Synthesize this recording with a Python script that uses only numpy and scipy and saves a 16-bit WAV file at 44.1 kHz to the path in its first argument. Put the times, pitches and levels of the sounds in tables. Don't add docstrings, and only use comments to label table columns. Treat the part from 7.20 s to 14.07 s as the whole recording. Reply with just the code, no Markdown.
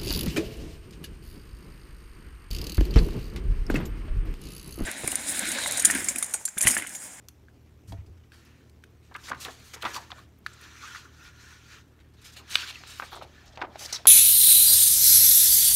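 import sys
import numpy as np
from scipy import signal
from scipy.fft import rfft, irfft, next_fast_len
from scipy.io import wavfile
from scipy.ndimage import uniform_filter1d, map_coordinates

SR = 44100
rng = np.random.default_rng(int(sys.argv[2]) if len(sys.argv) > 2 else 0)


def gain_from_db(level_db):
    decades = np.asarray(level_db, float) / 20
    return 10 ** decades


def store_wav(level_fs):
    pcm = np.round(np.clip(np.atleast_2d(level_fs), -1, 1) * 32767)
    wavfile.write(sys.argv[1], SR, pcm.T.astype(np.int16))


N = 302967

# f/Hz, level/dB per Hz
AIR = [(15, -52), (25, -30), (47, -6), (102, -8), (200, -14), (384, -14), (575, -24.5), (1020, -28.5),
       (2480, -32.5), (4870, -39), (5730, -37.5), (9000, -44), (14400, -45.5), (16000, -50)]
AIR_DB = -59
# f/Hz, level/dB
HUM = [(38.3, -91), (76.6, -59), (114.9, -62.5), (153.2, -71.5), (229.8, -73.5), (268, -75), (306.4, -77.5)]
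HUM_SWAY_DB = 1.3
# f/Hz, time to fall 60 dB/s
WALLS = [(200, 1), (2000, 0.15), (10000, 0.26)]
# f/Hz, level/dB
MIC = [(9000, 0), (10400, -2), (11500, 1.5), (15700, 1.5), (15950, -43.5)]

# t/s, peak level/dB, f/Hz, time to fall 60 dB/s
THUMPS = [(.682, -36, 102, 0.44), (.71, -33, 64, 0.143), (.728, -30, 97, 0.1), (.69, -46.5, 184, 0.41),
          (.748, -32, 87, 0.087), (.786, -28, 87, 0.13), (.87, -38, 81.8, 0.3), (.9, -35, 84.5, .3),
          (.815, -32, 83.7, 0.11), (2.11, -49, 134, 0.54), (2.64, -48, 107.6, 0.45), (5.93, -47, 56.3, .3),
          (6.27, -48, 50.3, 0.27)]
# f/Hz, level/dB, time to fall 60 dB/s
KNOCK = [(291, 2, 0.072), (435, -16, 0.12), (675, -7, 0.15), (850, -12, 0.055), (3340, -9, 0.026)]
KNOCK_S, KNOCK_DB = .725, -38

# f/Hz, level/dB per Hz
BODY = [(400, -39), (700, -19), (1000, -4.5), (1250, -2.5), (1400, 2), (1550, -1.5), (1800, 2), (2080, -12),
        (2350, -30), (2700, -28), (3400, -57), (5700, -120)]
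# f/Hz, level/dB per Hz
RUB = [(1180, -51), (2000, -5), (2150, -5.5), (2330, -1.5), (2910, -5), (4150, -4), (4820, -8), (6110, -10),
       (7500, -16.5), (9750, -63), (16500, -120)]
# f/Hz, level/dB per Hz
SIZZLE = [(4000, -10.5), (6500, 0.5), (8000, -5), (11000, -8.5), (16000, -16)]
# f/Hz, width/Hz, level/dB
COVER = [(1430, 100, 3), (2350, 130, -9), (3520, 87, -12), (5920, 940, -10.5)]
COVER_DB = -4
# peak t/s, rise/s, fall/s, paper rub level/dB, body over the rub level/dB
DRAGS = [(3.3, 0.055, 0.11, -57.5, -15), (3.44, 0.12, 0.28, -54.5, 0.5), (3.65, 0.14, 0.16, -48, -3),
         (3.77, 0.11, 0.085, -49.5, -3), (4.06, .13, .06, -54, -1), (3.85, .04, .09, -60, 3),
         (3.95, .06, .07, -63, 0), (4.15, .06, .06, -66, 2), (4.62, .04, .07, -70, 0),
         (4.03, .05, .05, -58, 0), (3.73, .04, .04, -52, 0), (4.21, 0.077, 0.141, -55, -2.5),
         (4.31, 0.11, 0.16, -55.5, -1), (4.53, 0.11, 0.089, -53, -4.5), (4.585, 0.091, 0.033, -64, 5)]
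FIRST_PAGE = [(.685, 0.013, 0.13, -66.5, 0.5), (1.135, 0.014, 0.029, -70, 13), (1.18, .05, 0.32, -65, 0),
              (1.95, 0.12, .05, -71, 6), (2.078, 0.095, 0.033, -49, -6.5), (2.12, .04, 0.077, -71, 12),
              (2.2, 0.055, 0.38, -54, -2.5), (2.55, 0.17, .07, -56, -8), (2.694, 0.088, 0.15, -47, 2.5),
              (2.79, 0.1, 0.14, -57, -5), (2.988, 0.15, 0.0524, -58.5, 3)]
SECOND_PAGE = [(4.73, 0.021, 0.36, -90.5, 18), (5.07, .1, 0.14, -56, -4.5), (5.15, .05, 0.089, -59.5, -7.5),
               (5.29, 0.077, 0.094, -56, -1), (5.42, 0.14, 0.1, -39, -4.5), (5.55, .07, 0.18, -48, -9.5),
               (5.71, 0.18, 0.2, -51.5, -4), (5.86, 0.18, 0.176, -52.5, -12),
               (6.22, 0.37, 0.19, -60.5, -1.5), (6.4, 0.21, 0.155, -81, 20), (6.56, 0.068, .06, -59, 2.5),
               (6.62, 0.048, .1, -47, -9), (6.71, 0.062, .09, -47.5, -3.5), (6.8, .06, 0.11, -56.5, -5)]
EDGE_DB, LIFT_S = -12.5, 0.05
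DRAG_SIZZLE_DB, FIRST_SIZZLE_DB, SECOND_SIZZLE_DB = -7.5, -4.5, -11.5

# t/s, length/s, level/dB, centre f/Hz
BRUSHES = [(1.2, .18, -67, 2200), (.76, .06, -68, 2000), (1.035, .012, -66, 3000), (2.03, .05, -54, 6000),
           (2.903, .016, -52, 4500), (4.787, .008, -64, 2500), (4.84, .03, -71, 2000),
           (6.015, .033, -52.5, 3540), (6.256, .042, -59, 6300), (6.318, .03, -61, 5500),
           (2.532, .022, -47, 2600), (6.415, .012, -52, 4200), (6.353, .012, -54.5, 4800),
           (6.405, .009, -54, 4000), (6.555, .01, -56, 4000)]
CATCHES = [(4.799, .025, -64, 2600), (2.43, .1, -60, 8000), (5.012, .03, -62, 6500),
           (6.022, .025, -61, 8000), (2.612, .012, -52, 3500), (.67, 0.064, -61, 7400),
           (.86, 0.0177, -67, 4540), (.973, 0.013, -68, 2160), (1.118, 0.081, -62.5, 4960),
           (1.815, .14, -71.5, 3430), (2.197, 0.054, -45.5, 6740), (2.29, 0.0856, -55.5, 5000),
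           (4.934, .03, -69, 3500), (5.04, 0.064, -51, 4900), (5.158, 0.051, -48, 3540),
           (5.66, 0.14, -50, 4320)]
SWEEPS = [(1.25, 0.03, -66, 4600), (1.94, 0.0072, -52, 4230), (2.025, 0.063, -53, 4130),
          (2.078, 0.027, -46, 5500), (2.531, 0.024, -44, 5160), (2.198, 0.08, -47, 4580),
          (2.619, 0.011, -40.5, 3400), (2.726, .052, -40.5, 4850), (2.946, 0.12, -67.5, 3000),
          (5.115, .036, -56.5, 5400), (5.285, 0.093, -40.5, 4400), (6.572, 0.095, -44, 5650),
          (6.578, .03, -54, 5000), (6.67, 0.055, -51, 4130)]
ZIPS = [(5.355, .005, -38, 9000), (5.292, .05, -54, 9500), (5.77, .09, -64, 12000), (5.83, .05, -62, 8500),
        (5.928, .008, -60, 12500), (5.9, .08, -66, 11500), (6.256, .008, -69, 12000),
        (.085, .006, -51, 12000), (3.66, .06, -58.5, 6400), (4.2, .1, -65, 6200), (1.25, .01, -68, 11500),
        (3.187, .006, -67, 14000), (3.331, .015, -58.5, 7500), (3.41, .016, -59.5, 9500),
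        (5.36, 0.09, -45, 4300), (5.39, 0.045, -42, 3000), (5.91, 0.082, -50.5, 3670),
        (5.95, 0.028, -57, 7960), (6.7245, 0.016, -29.5, 5200), (6.74, 0.028, -34, 5100),
        (6.755, 0.024, -37.5, 4100)]
WHISTLES = [
    (5.455, .06, -43, 3380),
    (6.642, 0.023, -39, 4970),
]
PUFFS = [(2.78, .05, -56, 650), (2.96, .07, -64, 650), (5.19, .06, -66, 750), (5.51, .04, -64, 650),
         (5.6, .07, -65, 750), (6.33, .03, -60, 650), (6.47, .07, -57, 600), (6.68, .04, -61, 650),
         (6.78, .06, -57, 650), (2.628, .025, -47, 780), (2.27, 0.057, -59, 300), (2.74, 0.055, -57, 330),
         (2.1, 0.045, -51.5, 230), (2.53, 0.069, -59, 400), (2.63, 0.086, -49, 415),
         (5.92, 0.16, -56.5, 410), (6.22, 0.16, -65, 706), (6.411, 0.069, -47.5, 340),
         (6.854, 0.02, -52, 318)]
SLAPS = [(.725, 0.022, -52, 500), (1.913, 0.02, -52.5, 1100), (2.13, 0.033, -42.5, 1300),
         (2.252, 0.026, -41.5, 1220), (2.56, 0.04, -51, 1330), (2.65, 0.034, -32, 1310),
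         (2.69, 0.044, -52, 1270), (5.8, 0.012, -43, 1330), (5.822, 0.028, -41.5, 1190),
         (6.376, 0.1, -50.5, 890), (6.556, 0.014, -48, 900), (6.726, 0.062, -45.5, 1900),
         (6.858, .015, -42, 1000)]
FLUTTERS = [(1.948, 0.015, -37.5, 1420), (1.96, 0.014, -49, 1220), (2.275, 0.033, -44.5, 1060),
            (2.752, 0.039, -39, 1100), (2.918, 0.014, -45, 1000), (5.915, 0.04, -47, 1100),
            (5.957, 0.026, -47, 1050), (6.006, 0.041, -47, 890), (6.414, 0.015, -34, 1410),
            (6.43, 0.032, -42, 850), (6.67, 0.023, -57, 1320)]
BUCKLES = [
    (2.078, 0.031, -43, 1800),
    (2.111, 0.015, -34, 1270),
    (2.628, 0.019, -37, 1300),
    (6.6, 0.0736, -50, 650),
]
SQUEAKS = [(2.982, .022, -52, 1150), (2.535, .015, -49, 1300), (1.97, 0.033, -56, 1500),
           (3.3, .14, -66, 1400), (3.845, .05, -60, 1350), (5.19, .04, -58, 1100), (4.22, 0.11, -61, 1500),
           (4.47, 0.13, -60.5, 1500), (3.625, 0.044, -45.5, 1200), (3.665, 0.046, -49, 1510),
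           (3.747, 0.021, -40, 1420), (5.428, 0.016, -40, 1500)]
BRUSH, CATCH, SWEEP = (.7, .5), (0.99, 0.29), (0.84, 0.73)
ZIP, WHISTLE, PUFF = (0.32, 0.3), (0.46, 0.84), (0.26, 0.38)
SLAP, FLUTTER, BUCKLE, SQUEAK = (0.91, 0.042), (0.49, 0.58), (0.67, 0.79), (0.14, 0.57)
SCRAPE_COMB_DB = 3.2

# t/s, peak level/dB, ring f/Hz, ring length/cycles
SNAPS = [(.722, -35, 830, 0.69), (1.119, -44, 1630, 2.1), (1.638, -42, 1550, 1.4), (.0856, -47, 1300, .8),
         (2.626, -35, 1230, 1.3), (2.765, -26.5, 1160, 2.4), (2.904, -36, 1110, 1.2),
         (3.2632, -22, 1690, 2), (3.2638, -21, 1450, 1.1), (3.2631, -30, 4200, .9),
         (6.855, -16.5, 935, 0.51)]
TICKS = [
    (.0854, -29, 5930, 1),
    (1.496, -55, 4320, 2.2),
    (1.9624, -34, 2670, 1.5),
    (2.2497, -21, 3650, 0.9),
    (2.6247, -25.5, 3200, 0.99),
    (1.639, -49, 5500, 1.5),
    (5.4076, -28, 3740, 1.7),
    (5.5005, -35, 2880, 2.8),
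]
REBOUND = [
    (5.3551, -2, 3700, .8),
    (5.35668, -1.5, 2900, .6),
    (5.3556, -15, 1500, .9),
    (6.8547, -25, 1500, 1.1),
]
CRACKLE = [
    (2.147, -33.5, 1537, 1.8),
    (2.284, -32, 1700, 1.6),
    (2.632, -28, 1230, 1.2),
    (2.6415, -24, 1200, .8),
    (2.655, -18, 1020, .84),
    (2.6645, -24, 1243, 1.2),
    (3.751, -37, 1390, 1.1),
    (5.527, -36, 2810, 1.24),
]
MUFFLED = [(2.2525, -28.5, 2700, 1.1), (1.9515, -31.5, 1246, 1.9), (2.1165, -21, 1110, .8),
           (2.65, -21, 1200, 1.1), (2.9175, -29, 1500, 0.62), (5.8217, -27, 1240, 1.1),
           (6.014, -35, 1340, 2.1), (6.558, -37, 800, 0.84), (2.9178, -26.5, 3530, 1.3),
           (5.505, -35, 1100, 0.4), (5.637, -29, 1430, 0.38), (5.7985, -16.5, 1320, 0.66),
           (6.3745, -29.5, 800, 0.42), (6.3742, -28.5, 2730, 0.64), (6.4158, -22, 1900, 0.49),
           (6.4212, -19, 850, 0.64), (6.727, -33.5, 600, 0.42), (6.44, -39, 800, 2),
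           (6.4513, -37, 774, 1.1)]
PINGS = [
    (.284, -44, 1610, 1.6),
    (5.556, -33, 2650, 4),
    (6.179, -48, 1760, 5.1),
]
# t/s, peak level/dB, ring f/Hz
FOLDS = [(1.9665, -36, 1300), (2.1035, -34.5, 600), (2.2805, -37.5, 454), (2.123, -32, 1050),
         (5.8222, -28, 2400), (6.408, -38, 895), (6.4162, -29, 3500), (6.4195, -29, 2700),
         (2.0975, -37, 1400), (2.1195, -24, 1520), (2.136, -30, 1090), (2.6685, -25, 1360),
         (2.672, -28, 1120), (2.678, -33, 1460), (2.6885, -36, 1600), (2.6935, -33, 950),
         (2.7095, -32, 1700), (2.752, -33, 1120), (2.761, -30, 970), (2.773, -34, 1050), (2.7775, -31, 970),
         (5.8265, -29, 1740), (5.8315, -36, 820), (5.9233, -37, 1310), (5.926, -39, 1400),
         (5.929, -36, 836), (5.94, -43, 1090), (5.947, -32, 1270), (5.9605, -40, 790), (5.965, -33, 730),
         (5.9822, -39, 686), (6.0115, -36, 730), (6.023, -35.5, 614), (6.05, -40, 775), (6.381, -37, 795),
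         (6.392, -32, 840), (6.3995, -35, 730), (6.4175, -25, 1530), (6.425, -26, 2100), (6.4275, -28, 930),
         (6.4345, -30, 800), (6.4375, -32, 1120), (6.4455, -32, 1090), (6.448, -28, 745),
         (6.5565, -32, 664)]
FIBRES = [(2.652, -20, 3420), (2.6573, -26, 2400), (2.6658, -27, 2370), (2.7462, -28, 2840),
          (2.7623, -35, 4590), (5.3055, -35, 3700), (5.3266, -29, 5860), (5.3225, -29, 3800),
          (5.332, -29, 2300), (5.3458, -26, 3660), (5.3666, -30, 4400), (5.3769, -29, 3040),
          (5.3838, -26, 4200), (5.3998, -28, 4330), (5.417, -31, 3360), (5.4208, -28, 3015),
          (5.4747, -31, 3015), (5.4843, -30, 2900), (5.5094, -33, 4090)]
# (overtone/dB, crack/dB) under its ring
SNAP, TICK, CRACKLING = (-16.5, -26.5), (-22.5, -18.5), (-20.5, -29.5)
MUFFLE, PING = (-22.5, -56), (-32, -56)
DRY_SNAP = (-25, -27)
FOLD, FIBRE = (0.97, -39.5, -55), (1.2, -16, -33)  # (ring length/cycles, overtone/dB, crack/dB)
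FOLD_LAGS, CRACK_LAGS = 0.31, 0.44


def unit(x):
    return x / np.sqrt(np.mean(x ** 2) + 1e-20)


def along(points, hz):
    f, v = np.transpose(points)
    return np.interp(np.log(hz + 1), np.log(f + 1), v)


def wobble(rate, size=N):
    knots = rng.standard_normal(int(size * rate / SR) + 4)
    return map_coordinates(knots, [np.arange(size) * rate / SR])


def filtered(x, response):
    m = next_fast_len(len(x) + 4096)
    return irfft(rfft(x, m) * response(np.fft.rfftfreq(m, 1 / SR)), m)[:len(x)]


def kinds(*pairs):
    return [(*row, *shared) for rows, shared in pairs for row in rows]


def rustle(spectrum, patchy_db, grain_db):
    grains = rng.standard_normal(N) * gain_from_db(grain_db * wobble(400))
    z = signal.stft(grains, nperseg=256)[2]
    field = uniform_filter1d(rng.standard_normal(z.shape), 3, axis=0)
    field = uniform_filter1d(field, 10, axis=1)
    patchy = signal.istft(z * gain_from_db(patchy_db * unit(field)), nperseg=256)[1][:N]
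    return unit(filtered(patchy, lambda hz: gain_from_db(along(spectrum, hz))))


def room_noise():
    t = np.arange(N) / SR
    drift = .5 * wobble(3.05)
    hum = np.zeros(N)
    for hz, db in HUM:
        level = gain_from_db(db + HUM_SWAY_DB * wobble(8.4)) * np.sqrt(2)
        hum += level * np.sin(2 * np.pi * hz * t + drift + rng.uniform(0, 5.47))
    return hum + gain_from_db(AIR_DB) * rustle(AIR, patchy_db=-1.7, grain_db=1.33)


def walls(x):
    hz, t, z = signal.stft(rng.standard_normal(SR // 3), SR, nperseg=128)
    fade = gain_from_db(-60 * t / along(WALLS, hz)[:, None])
    tail = signal.istft(z * fade, SR, nperseg=128)[1]
    late = np.pad(x, (60, 0))
    return signal.fftconvolve(late, tail / np.linalg.norm(tail))[:N]


def table():
    age = np.arange(SR // 2) / SR
    hits = THUMPS + [(KNOCK_S, KNOCK_DB + db, hz, t60) for hz, db, t60 in KNOCK]
    out = np.zeros(N)
    for s, db, hz, t60 in hits:
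        soft_start = 1 - np.exp(-age * hz * 3.1)
        ring = gain_from_db(db - 60 * age / t60) * soft_start * np.sin(2 * np.pi * hz * age)
        start = round(s * SR)
        out[start:][:len(age)] += ring[:N - start]
    return out


def pressed(rows):
    t, power = np.arange(N) / SR, np.zeros((2, N))
    for s, rise, fall, db, body_db in rows:
        times = [-rise - LIFT_S, -rise, 0, fall, fall + LIFT_S]
        swell_db = np.interp(t - s, times, [-90, EDGE_DB, 0, EDGE_DB, -90])
        power += gain_from_db(2 * (swell_db + db)) * gain_from_db([[0], [2 * body_db]])
    return power


def cover_ring():
    def rings(f):
        return sum(gain_from_db(db) / (1 + (2 * (f - hz) / width) ** 2) for hz, width, db in COVER)
    return unit(filtered(rng.standard_normal(N), rings))


def sliding():
    drag, first, second = pressed(DRAGS), pressed(FIRST_PAGE), pressed(SECOND_PAGE)
    rub_gain, body_gain = np.sqrt(drag + first + second)
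    sizzle_power = gain_from_db(2 * DRAG_SIZZLE_DB) * drag[0] + gain_from_db(2 * FIRST_SIZZLE_DB) * first[0]
    sizzle_power += gain_from_db(2 * SECOND_SIZZLE_DB) * second[0]
    pressure = gain_from_db(.7 * wobble(25))
    body = body_gain * rustle(BODY, patchy_db=1.2, grain_db=1.2)
    rub = rub_gain * rustle(RUB, patchy_db=2.4, grain_db=.6)
    cover = gain_from_db(COVER_DB) * np.sqrt(drag[0]) * cover_ring()
    sizzle = np.sqrt(sizzle_power) * rustle(SIZZLE, patchy_db=2.5, grain_db=-1.5)
    return pressure * (body + rub + cover + sizzle)


def strokes(rows, top_hz, lump_db, lump_rate, below, above, rise, start_db, end_db, uneven_db):
    out, t = np.zeros(N + SR), np.arange(SR // 5) / SR
    for s, length, db, hz, spread, peak in rows:
        lumps = gain_from_db(lump_db * wobble(lump_rate, size=len(t)))
        comb_db = uneven_db * rng.standard_normal(100)

        def colour(f):
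            octaves = np.log2((f + 1) / hz) / spread
            steepness = np.where(f < hz, below, above)
            skirts = (1 + octaves ** 2) ** -steepness / np.sqrt(f + 50)
            comb = gain_from_db(np.interp(f, np.arange(100) * 230, comb_db))
            return skirts * comb / (1 + (f / top_hz) ** 4)

        top = np.clip(peak, .05, .95)
        times = [0, rise * top, top, 1, 1.4, 1.7]
        shape_db = np.interp(t / length, times, [-30, start_db, 0, end_db, -30, -90])
        burst = unit(filtered(gain_from_db(shape_db) * lumps * rng.standard_normal(len(t)), colour))
        out[round(s * SR):][:len(t)] += gain_from_db(db) * np.sqrt(length * SR / len(t)) * burst
    return out[:N]


def brushes():
    return strokes(kinds((BRUSHES, BRUSH)), top_hz=7500, lump_db=1.5, lump_rate=250, below=.8, above=1.5,
                   rise=.3, start_db=-3, end_db=-6, uneven_db=SCRAPE_COMB_DB)


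def scrapes():
    rows = kinds((CATCHES, CATCH), (SWEEPS, SWEEP), (ZIPS, ZIP), (WHISTLES, WHISTLE))
    return strokes(rows, top_hz=15100, lump_db=1.5, lump_rate=273.0, below=1.03, above=0.73,
                   rise=0.33, start_db=-3.0, end_db=-9.5, uneven_db=SCRAPE_COMB_DB)


def flaps():
    rows = kinds((SLAPS, SLAP), (FLUTTERS, FLUTTER), (BUCKLES, BUCKLE), (SQUEAKS, SQUEAK), (PUFFS, PUFF))
    return strokes(rows, top_hz=3400, lump_db=2.6, lump_rate=315, below=0.93, above=0.62,
                   rise=0.18, start_db=-2.0, end_db=-10.5, uneven_db=2)


def snaps():
    out, t = np.zeros(N + SR), np.arange(SR // 40) / SR
    pops = kinds((SNAPS, SNAP), (TICKS, TICK), (CRACKLE, CRACKLING), (REBOUND, DRY_SNAP),
                 (MUFFLED, MUFFLE), (PINGS, PING), (FOLDS, FOLD), (FIBRES, FIBRE))

    def fold_colour(f):
        return np.exp(-np.log2((f + 1) / 2800) ** 2 / 0.76)

    def crack_colour(f):
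        return 1 / (1 + (5500 / (f + 1)) ** 6) / (1 + (f / 11000) ** 4)

    for s, db, hz, turns, fold_db, crack_db in pops:
        fold_db = fold_db - FOLD_LAGS * (db + 29.5)
        crack_db = crack_db - CRACK_LAGS * (db + 28.5)
        u = t * hz / turns
        ring = u * np.exp(1 - u) * np.sin(2 * np.pi * hz * t)
        noise = rng.standard_normal((2, len(t))) * (1 - np.exp(-t / .0004))
        fold = unit(filtered(noise[0] * gain_from_db(-60 * t / 0.024), fold_colour))
        crack = unit(filtered(noise[1] * gain_from_db(-60 * t / 0.027), crack_colour))
        pop = ring + gain_from_db(fold_db - 4) * fold + gain_from_db(crack_db - 7.5) * crack
        out[round(s * SR):][:len(t)] += gain_from_db(db - 2.0) * pop
    return out[:N]


def scene():
    paper = brushes() + scrapes() + flaps() + snaps()
    return (room_noise() + gain_from_db(-16) * walls(paper) + table() + sliding() + paper)[None]


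def top_cut(x):
    return signal.sosfilt(signal.butter(12, 16660, fs=SR, output="sos"), x)


def record(dry):
    heard = filtered(dry[0], lambda hz: gain_from_db(along(MIC, hz)))
    return top_cut(heard[None])


dry = scene()
out = record(dry)
store_wav(out)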